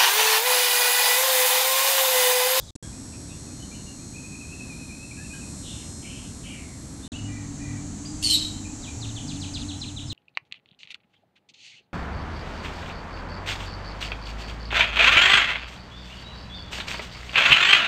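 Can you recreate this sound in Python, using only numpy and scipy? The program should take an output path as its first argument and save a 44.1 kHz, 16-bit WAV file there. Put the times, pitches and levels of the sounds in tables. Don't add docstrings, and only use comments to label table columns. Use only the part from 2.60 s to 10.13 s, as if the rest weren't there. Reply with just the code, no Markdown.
import sys
import numpy as np
from scipy import signal
from scipy.fft import rfft, irfft
from scipy.io import wavfile
from scipy.ndimage import uniform_filter1d

SR = 44100
rng = np.random.default_rng(int(sys.argv[2]) if len(sys.argv) > 2 else 0)


def rack_gain(trim_db):
    fader = np.asarray(trim_db, float)
    return 10 ** (fader / 20)


def waveform_to_disk(signal):
    frames = np.transpose(np.atleast_2d(signal))
    scaled = np.clip(frames, -1, 1) * 32767
    samples = np.round(scaled).astype(np.int16)
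    wavfile.write(sys.argv[1], SR, samples)


N = 332073
TIME = np.arange(N) / SR
SCENE_CHANGE_S = 4.5


def colour(x, points):
    hz, db = np.transpose(points)
    bins_hz = np.fft.rfftfreq(len(x), 1 / SR)
    gain_db = np.interp(np.log(bins_hz + 1), np.log(hz), db)
    y = irfft(rfft(x) * rack_gain(gain_db), len(x))
    return y / np.std(y)


def walk(rate, size=N):
    hold = int(SR / rate)
    levels = np.repeat(rng.standard_normal(size // hold + 1), hold)
    return uniform_filter1d(levels, hold)[:size]


def curve(table):
    s, *columns = np.transpose(table)
    return [np.interp(TIME, s, column) for column in columns]


def tone(hz):
    return np.sqrt(2) * np.sin(2 * np.pi * np.cumsum(hz) / SR)


def glide(length_s, first, last):
    return np.linspace(first, last, int(length_s * SR))


def add(out, start_s, note):
    i = int(start_s * SR)
    out[i:i + len(note)] += note[:N - i]


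# pitch in Hz, level in dB.
SOFT_WALLS = [(20, -2), (2800, -2), (4000, 0), (8000, -4), (11000, -13), (14000, -22)]


def echo(x, t60_s, wet_db, onset_s, wall_db):
    t = np.arange(SR) / SR
    wall = np.exp(-((t - .058) / .014) ** 2)
    shape_db = -60 * t / t60_s + wall_db * wall + 3.0 * walk(150, size=SR)
    tail = colour(rng.standard_normal(SR), SOFT_WALLS) * rack_gain(shape_db)
    tail = tail * np.clip(t / onset_s, 0, 1)
    tail = tail / np.sqrt(np.sum(tail ** 2))
    return x + rack_gain(wet_db) * signal.fftconvolve(x, tail)[:N]


def whistles(notes, edge, lean, rough, waver):
    out = np.zeros(N)
    for start, hz, db in notes:
        u = np.linspace(0, 1, len(hz))
        hz = hz * (1 + waver * walk(181.4, size=len(u)))
        swell = np.sin(np.pi * u ** lean).clip(0) ** edge
        add(out, start, rack_gain(db) * swell * tone(hz))
    return out * rack_gain(rough * walk(140))


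# time in seconds, upper voice in Hz, its level in dB, lower voice level in dB.
SQUAWK = [(5.614, 4440, -68, -61), (5.644, 4470, -23.5, -37), (5.67, 4305, -27, -44),
          (5.692, 4255, -40, -39.5), (5.71, 4190, -20.5, -25.5), (5.724, 4015, -31, -59),
          (5.742, 3846, -23, -59), (5.765, 3916, -34, -53), (5.81, 3780, -62, -75)]
# pitch in Hz, level in dB per Hz.
BEAK = [(1060, -69), (1800, -31), (2390, -16), (2980, -8), (3530, -12), (4220, -15), (4990, -9.5),
        (8890, -11.5), (9800, -16), (11800, -21), (15000, -56)]
# time in seconds, rattle rate in Hz.
RATTLE = [(5.62, 107.4), (5.70, 120.8), (5.73, 171.6), (5.8, 194)]


def squawk():
    upper, upper_db, lower_db = curve(SQUAWK)
    since = np.clip(TIME - SQUAWK[0][0], 0, 1)
    lower = 3027 + (2300 - 3027) * np.exp(-since / .014)
    upper = upper * (1 + .021 * walk(450))
    lower = lower * (1 + .02 * walk(250))

    beak_ring = 1 / (1 + ((3 * upper - 11500) / 700) ** 2)
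    high = tone(upper) + rack_gain(-7.5) * tone(2 * upper)
    high = high + rack_gain(-11) * beak_ring * tone(3 * upper) + rack_gain(-35) * tone(4 * upper)
    low = tone(lower) + rack_gain(-7.0) * (tone(3 * lower) + tone(upper + lower) + tone(2 * upper - lower))

    attack = (1 - since / 0.015).clip(0)
    release = ((TIME - 5.765) / 0.04).clip(0, 3)
    breath_db = -31.5 - 30 * since - 30 * (attack + release)
    breath = colour(rng.standard_normal(N), BEAK)

    rate, = curve(RATTLE)
    rattle = rack_gain(3.2 * tone(rate * (1 + .15 * walk(80))) + 2.0 * walk(150))
    sounding = (TIME > SQUAWK[0][0]) & (TIME < SQUAWK[-1][0])
    voices = rack_gain(upper_db) * high + rack_gain(lower_db) * low + rack_gain(breath_db) * breath
    return echo(sounding * rattle * voices, t60_s=0.54, wet_db=-2.5, onset_s=0.005, wall_db=0)


# end in seconds, length in seconds, entry pitch in Hz,
# bend (over 1 drops early), level in dB.
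CHIRPS = [(6.287, .075, 5370, 1.5, -47.5), (6.461, 0.053, 4950, 0.88, -40), (6.596, .032, 3600, .75, -40.5),
          (6.729, 0.056, 5700, 1.2, -38.5), (6.857, 0.058, 5800, 1.3, -38.5),
          (6.984, .048, 5400, 1.11, -37), (7.122, .039, 4450, .8, -39), (7.252, .038, 4400, 1.04, -40),
          (7.4, .037, 4190, .8, -38), (7.534, .035, 4300, .85, -38)]
# seconds before the end, pitch in Hz.
FALL = [(0, 2236), (0.019, 3380), (.035, 4245), (.048, 5300), (0.061, 5950)]
# pitch in Hz, level in dB.
HEDGE = [(1800, -5), (2400, -3), (3000, -0.5), (3500, -0.5), (4100, 1), (4450, -7.5), (4800, -3.5),
         (5200, -11), (5700, -8), (6500, -15)]


def chirp_notes():
    before, slope_hz = np.transpose(FALL)
    notes = []
    for end, length, entry_hz, bend, db in CHIRPS:
        entry = np.interp(entry_hz, slope_hz, before)
        left = entry * glide(length, 0.99, 0) ** bend
        notes.append((end - length, np.interp(left, before, slope_hz), db))
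    return notes


def chirps():
    heard = np.zeros(N)
    for k in range(2):
        side = whistles(chirp_notes()[k::2], edge=.45, lean=.43, rough=3.0, waver=.01)
        heard += echo(side, t60_s=0.37, wet_db=-4.5, onset_s=0.0054, wall_db=3)
    return colour(heard, HEDGE) * rack_gain(-50.0)


# start in seconds, pitch in Hz, rise in Hz, level in dB.
WARBLE = [(1.535, 2473, 190, -46.5), (1.625, 2496, 60, -48), (1.71, 2500, 107, -46),
          (1.80, 2513, -40, -44.5), (1.885, 2587, 20, -48.5), (1.986, 2566, -60, -46),
          (2.084, 2480, -180, -45.5), (2.18, 2500, -88, -45.5), (2.286, 2500, 90, -44),
          (2.385, 2578, 150, -47), (2.491, 2500, -50, -46), (2.565, 2590, 100, -46.5),
          (2.639, 2640, -60, -46.5), (2.691, 2474, -42, -46.5), (2.79, 2530, 38, -48.5),
          (2.91, 2540, 10, -73)]


def warble():
    waits = np.diff([note[0] for note in WARBLE], append=np.inf)
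    notes = []
    for (start, hz, rise, db), wait in zip(WARBLE, waits):
        length = min(0.85 * wait, 0.092)
        notes.append((start, glide(length, hz - rise / 2, hz + rise / 2), db))
    sung = whistles(notes, edge=1.3, lean=.75, rough=3.2, waver=.024)
    return echo(sung, t60_s=0.37, wet_db=-7.0, onset_s=0.011, wall_db=0)


# start in seconds, length in seconds, first pitch in Hz, last pitch in Hz, level in dB.
SWOOPS = [(4.516, 0.019, 4460, 2490, -45.5), (4.533, .03, 2550, 2960, -44.5),
          (4.554, .055, 2940, 2850, -44.5), (5.447, 0.0136, 2270, 4600, -52),
          (5.455, .012, 4600, 5000, -39.5), (6.549, 0.016, 4850, 3550, -47),
          (6.404, 0.009, 4960, 4750, -48), (6.794, .012, 5780, 5600, -51), (7.19, .029, 6000, 4500, -46.5),
          (7.465, .032, 5650, 4500, -49)]


def swoops():
    notes = [(start, glide(length, first, last), db) for start, length, first, last, db in SWOOPS]
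    sung = whistles(notes, edge=.4, lean=.8, rough=1.2, waver=.006)
    return echo(sung, t60_s=0.38, wet_db=-3.5, onset_s=0.0069, wall_db=0)


# start in seconds, length in seconds, first pitch in Hz, last pitch in Hz, level in dB.
BUZZES = [(3.024, 0.23, 3485, 3046, -52), (3.423, 0.26, 2750, 2960, -53), (3.832, .2, 2867, 2387, -52)]
# start in seconds, length in seconds, first pitch in Hz, level in dB.
TAILS = [(3.185, .1, 2270, -66), (3.99, .2, 2260, -61)]


def buzzes():
    out = np.zeros(N)
    notes = [(s, length, first, last, 0.167 * first, db) for s, length, first, last, db in BUZZES]
    notes += [(s, length, hz, hz * (1 - .15), 160, db) for s, length, hz, db in TAILS]
    for start, length, first, last, swing_hz, db in notes:
        u = np.linspace(0, 1, int(length * SR))
        cycle = np.cumsum(111 * (1 + .25 * walk(90, size=len(u)))) / SR % 1
        sweep = np.cos(np.pi * cycle) + .3 * walk(500, size=len(u))
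        hz = first + (last - first) * u + swing_hz * sweep
        rasp = np.sin(np.pi * cycle) ** .25 * rack_gain(3.0 * walk(250, size=len(u)))
        swell = np.sin(np.pi * u ** .5).clip(0) ** .5
        add(out, start, rack_gain(db) * swell * rasp * tone(hz))
    return echo(out, t60_s=0.31, wet_db=2.8, onset_s=0.0032, wall_db=0)


# start in seconds, length in seconds, first pitch in Hz, last pitch in Hz, level in dB.
PEEPS = [(0, .037, 3470, 3470, -62), (0.075, 0.029, 4260, 2970, -55), (0.328, .03, 2400, 2570, -61),
         (0.522, 0.033, 2700, 2520, -59), (0.688, 0.058, 2500, 2890, -58), (0.687, 0.052, 3750, 3400, -60),
         (.86, .05, 2590, 2380, -64), (0.997, .05, 2990, 3210, -57.5), (1.111, 0.055, 2410, 3080, -55),
         (1.264, .039, 2800, 2730, -57), (1.391, .03, 2500, 2460, -63), (2.572, 0.063, 1700, 1740, -56.5),
         (2.733, .028, 1720, 1480, -50.5), (2.725, .045, 2850, 3350, -58), (4.426, 0.041, 3590, 4200, -56),
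         (4.44, .05, 2880, 3080, -62), (6.04, 0.049, 2536, 2424, -52), (6.269, .035, 2470, 2340, -49)]
# start in seconds, length in seconds, low pitch in Hz, high pitch in Hz, level in dB.
PAIRS = [(0.218, 0.032, 1700, 3420, -57), (4.665, .23, 1980, 2390, -62.5), (4.99, 0.223, 1980, 2420, -60)]


def peeps():
    notes = [(start, glide(length, first, last), db) for start, length, first, last, db in PEEPS]
    for start, length, low, high, db in PAIRS:
        sag = glide(length, 0.99, 1 - 0.044)
        notes += [(start, low * sag, db), (start, high * sag, db)]
    sung = whistles(notes, edge=.5, lean=.6, rough=3.2, waver=.032)
    return echo(sung, t60_s=0.3, wet_db=1.0, onset_s=0.0029, wall_db=0)


# pitch in Hz, level in dB.
TYMBAL = [
    [(2000, -50), (3300, -18), (3750, -13.5), (4220, -7), (4690, -13), (5160, -9), (5625, -6), (6090, -6.5), (6560, -3.5), (7030, -6.5), (7970, -2), (8440, -6.5), (9100, -16.5), (11000, -18.5), (14000, -54)],
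    [(3060, -75), (5200, -9), (6590, -2), (7040, -7), (7400, 1), (8200, -10.5), (8870, -11), (10300, -52), (14000, -38)],
]


def cicada(click_hz, throb_hz, tymbal, size, weak_db, side_db, top_hz):
    hz, db = np.transpose(tymbal)
    click_pitch = click_hz * (1 + 0.000492 * walk(5, size=size))
    throb_pitch = throb_hz * (1 + .012 * walk(3.58, size=size))
    click = np.exp(2j * np.pi * np.cumsum(click_pitch) / SR).astype(np.complex64)
    throb = np.exp(2j * np.pi * np.cumsum(throb_pitch) / SR).astype(np.complex64)
    lowest = int(hz[1] / click_hz)
    out, line = 0, click ** lowest
    for k in range(lowest + 1, int(top_hz / click_hz)):
        line = line * click
        fade = np.interp(np.arange(size), np.linspace(0, size, 9), rng.standard_normal(9))
        sizes = rack_gain((1.0, 3.0, 3.0) * rng.standard_normal(3))
        main, above, below = sizes * np.exp(2j * np.pi * rng.random(3))
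        sides = rack_gain(side_db) * (complex(above) * throb + complex(below) * throb.conj())
        gain = rack_gain(np.interp(k * click_hz, hz, db) + weak_db * (k % 2))
        out = out + gain * (line * (complex(main) + sides)).real * (1 + .36 * fade)
    return out / np.std(out)


# time in seconds, level in dB.
CHORUS = [(0, -43), (.4, -43), (2.4, -42), (3.15, -39.5), (4.49, -46.5), (4.52, -40.5), (4.9, -38.5),
          (5.5, -35), (6.1, -34.5), (6.8, -35.5), (7.53, -39)]


def cicadas(chorus_db):
    cut = int(SCENE_CHANGE_S * SR)
    first = cicada(234.35, 86.3, TYMBAL[0], size=cut, weak_db=-9.0, side_db=-10.0, top_hz=15400)
    second = cicada(245.1, 88.5, TYMBAL[1], size=N - cut, weak_db=-4.5, side_db=-16.0, top_hz=11000)
    return np.concatenate((first * rack_gain(-4.0), second * rack_gain(-11.5))) * rack_gain(chorus_db)


# pitch in Hz, level in dB per Hz.
AIR = [
    [(12, -38), (20, -14.5), (74, 0.5), (196, -3.5), (274, -3.5), (427, -18.5), (2090, -30), (2540, -32), (2920, -34.5), (4190, -31), (4950, -35.5), (7730, -25.5), (11100, -34.5), (12800, -55), (15500, -74)],
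    [(12, -37), (20, -4), (95, 0), (185, -8.5), (282, -2), (352, -16), (519, -23), (811, -19.5), (985, -24.5), (3450, -33.5), (4310, -27), (4950, -32), (7110, -22), (9130, -35), (15500, -66)],
]


def outdoor_air(chorus_db):
    cut = int(SCENE_CHANGE_S * SR)
    first = colour(rng.standard_normal(cut), AIR[0]) * rack_gain(-39)
    second = colour(rng.standard_normal(N - cut), AIR[1]) * rack_gain(-38)
    air = np.concatenate((first, second)) * rack_gain(1.0 * walk(3.05))
    treble = signal.butter(2, 5000, "high", fs=SR, output="sos")
    hiss = signal.sosfiltfilt(treble, air)
    return air + hiss * (rack_gain(0.22 * (chorus_db + 45)) - 1)


# pitch in Hz, level in dB per Hz.
OPENING = [(12, -41), (20, -12), (80, -4), (112, -4.5), (245, -23.5), (416, -25.5), (2920, -45),
           (3450, -31), (7310, -30), (15500, -60)]


def garden():
    chorus_db, = curve(CHORUS)
    opening = colour(rng.standard_normal(N), OPENING) * rack_gain(-40.5)
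    return np.where(TIME < 0.14, opening, cicadas(chorus_db) + outdoor_air(chorus_db))


# time in seconds, sixth order in Hz, level in dB.
ENGINE = [(4.52, 288, -41.5), (5.16, 287, -39), (5.6, 305, -42), (6.06, 306, -42), (6.45, 282, -58),
          (6.68, 288, -37.5), (7.53, 292, -45.5)]
# order, level in dB.
ENGINE_ORDERS = [(3, -8), (4, -8), (5, -8), (6, -1.5)]


def engine():
    hz, db = curve(ENGINE)
    out = np.zeros(N)
    for order, order_db in ENGINE_ORDERS:
        level = rack_gain(order_db + 2.44 * walk(12))
        out += level * tone(hz * order / 6 * (1 + 0.01282 * walk(20)))
    return rack_gain(db) * out


# start
# in seconds, end in seconds, pitch in Hz, level in dB.
THRUM = [(4.503, 5.27, 104.8, -39), (5.197, 6.255, 94.5, -43), (6.333, 6.713, 110.2, -36.5),
         (6.686, 7.7, 93, -41), (4.75, 5.25, 141.2, -43), (7.15, 7.7, 130, -43)]


def traffic():
    waver = 1 + 0.016 * walk(11)
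    out = np.zeros(N)
    for start, end, hz, db in THRUM:
        fade = np.clip(np.minimum(TIME - start, end - TIME) / .12, 0, 1)
        out += rack_gain(db) * fade * tone(hz * waver)
    return rack_gain(2.4 * walk(10)) * out


def scene():
    birds = squawk() + chirps() + warble() + swoops() + buzzes() + peeps()
    road = (TIME > SCENE_CHANGE_S) * (engine() + traffic())
    return (birds + garden() + road)[None]


def thin_treble(x, from_hz, under_db, faint_db, patchy_db):
    hz, _, z = signal.stft(x, SR, nperseg=1024)
    power = uniform_filter1d(abs(z) ** 2, size=12, axis=0)
    power = uniform_filter1d(power, size=2, axis=1)
    middle = power[(hz > 3000) & (hz < 9500)].mean(axis=0)
    luck = rng.standard_exponential((len(hz) // 8 + 1, z.shape[1] // 3 + 1))
    luck = np.repeat(luck, 8, axis=0)[:len(hz)]
    luck = np.repeat(luck, 3, axis=1)[:, :z.shape[1]]
    limit = np.maximum(middle * rack_gain(2 * under_db), rack_gain(2 * faint_db)) * rack_gain(-2 * patchy_db * luck)
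    kept = (hz[:, None] < from_hz) | (power > limit)
    return signal.istft(z * kept, SR, nperseg=1024)[1][:N]


# start in seconds, end in seconds.
GAPS = [
    (.1075, .1540),
    (.1625, .2262),
    (4.4785, 4.5190),
]


def silences():
    gate = np.ones(N)
    for start, end in GAPS:
        gate[int(start * SR):int(end * SR)] = 0
    since = TIME - GAPS[0][0]
    trace = rack_gain(-40) * np.clip(1 - since / .028, 0, 1) * (since > 0)
    return uniform_filter1d(gate, size=40) + trace


def band_limit(x):
    return signal.sosfilt(signal.butter(12, 15670, fs=SR, output="sos"), x)


def record(dry):
    thinned = thin_treble(dry[0], from_hz=11200, under_db=-33, faint_db=-94, patchy_db=10.0)[None]
    mix = thinned * silences()
    return band_limit(mix)


dry = scene()
out = record(dry)
waveform_to_disk(out)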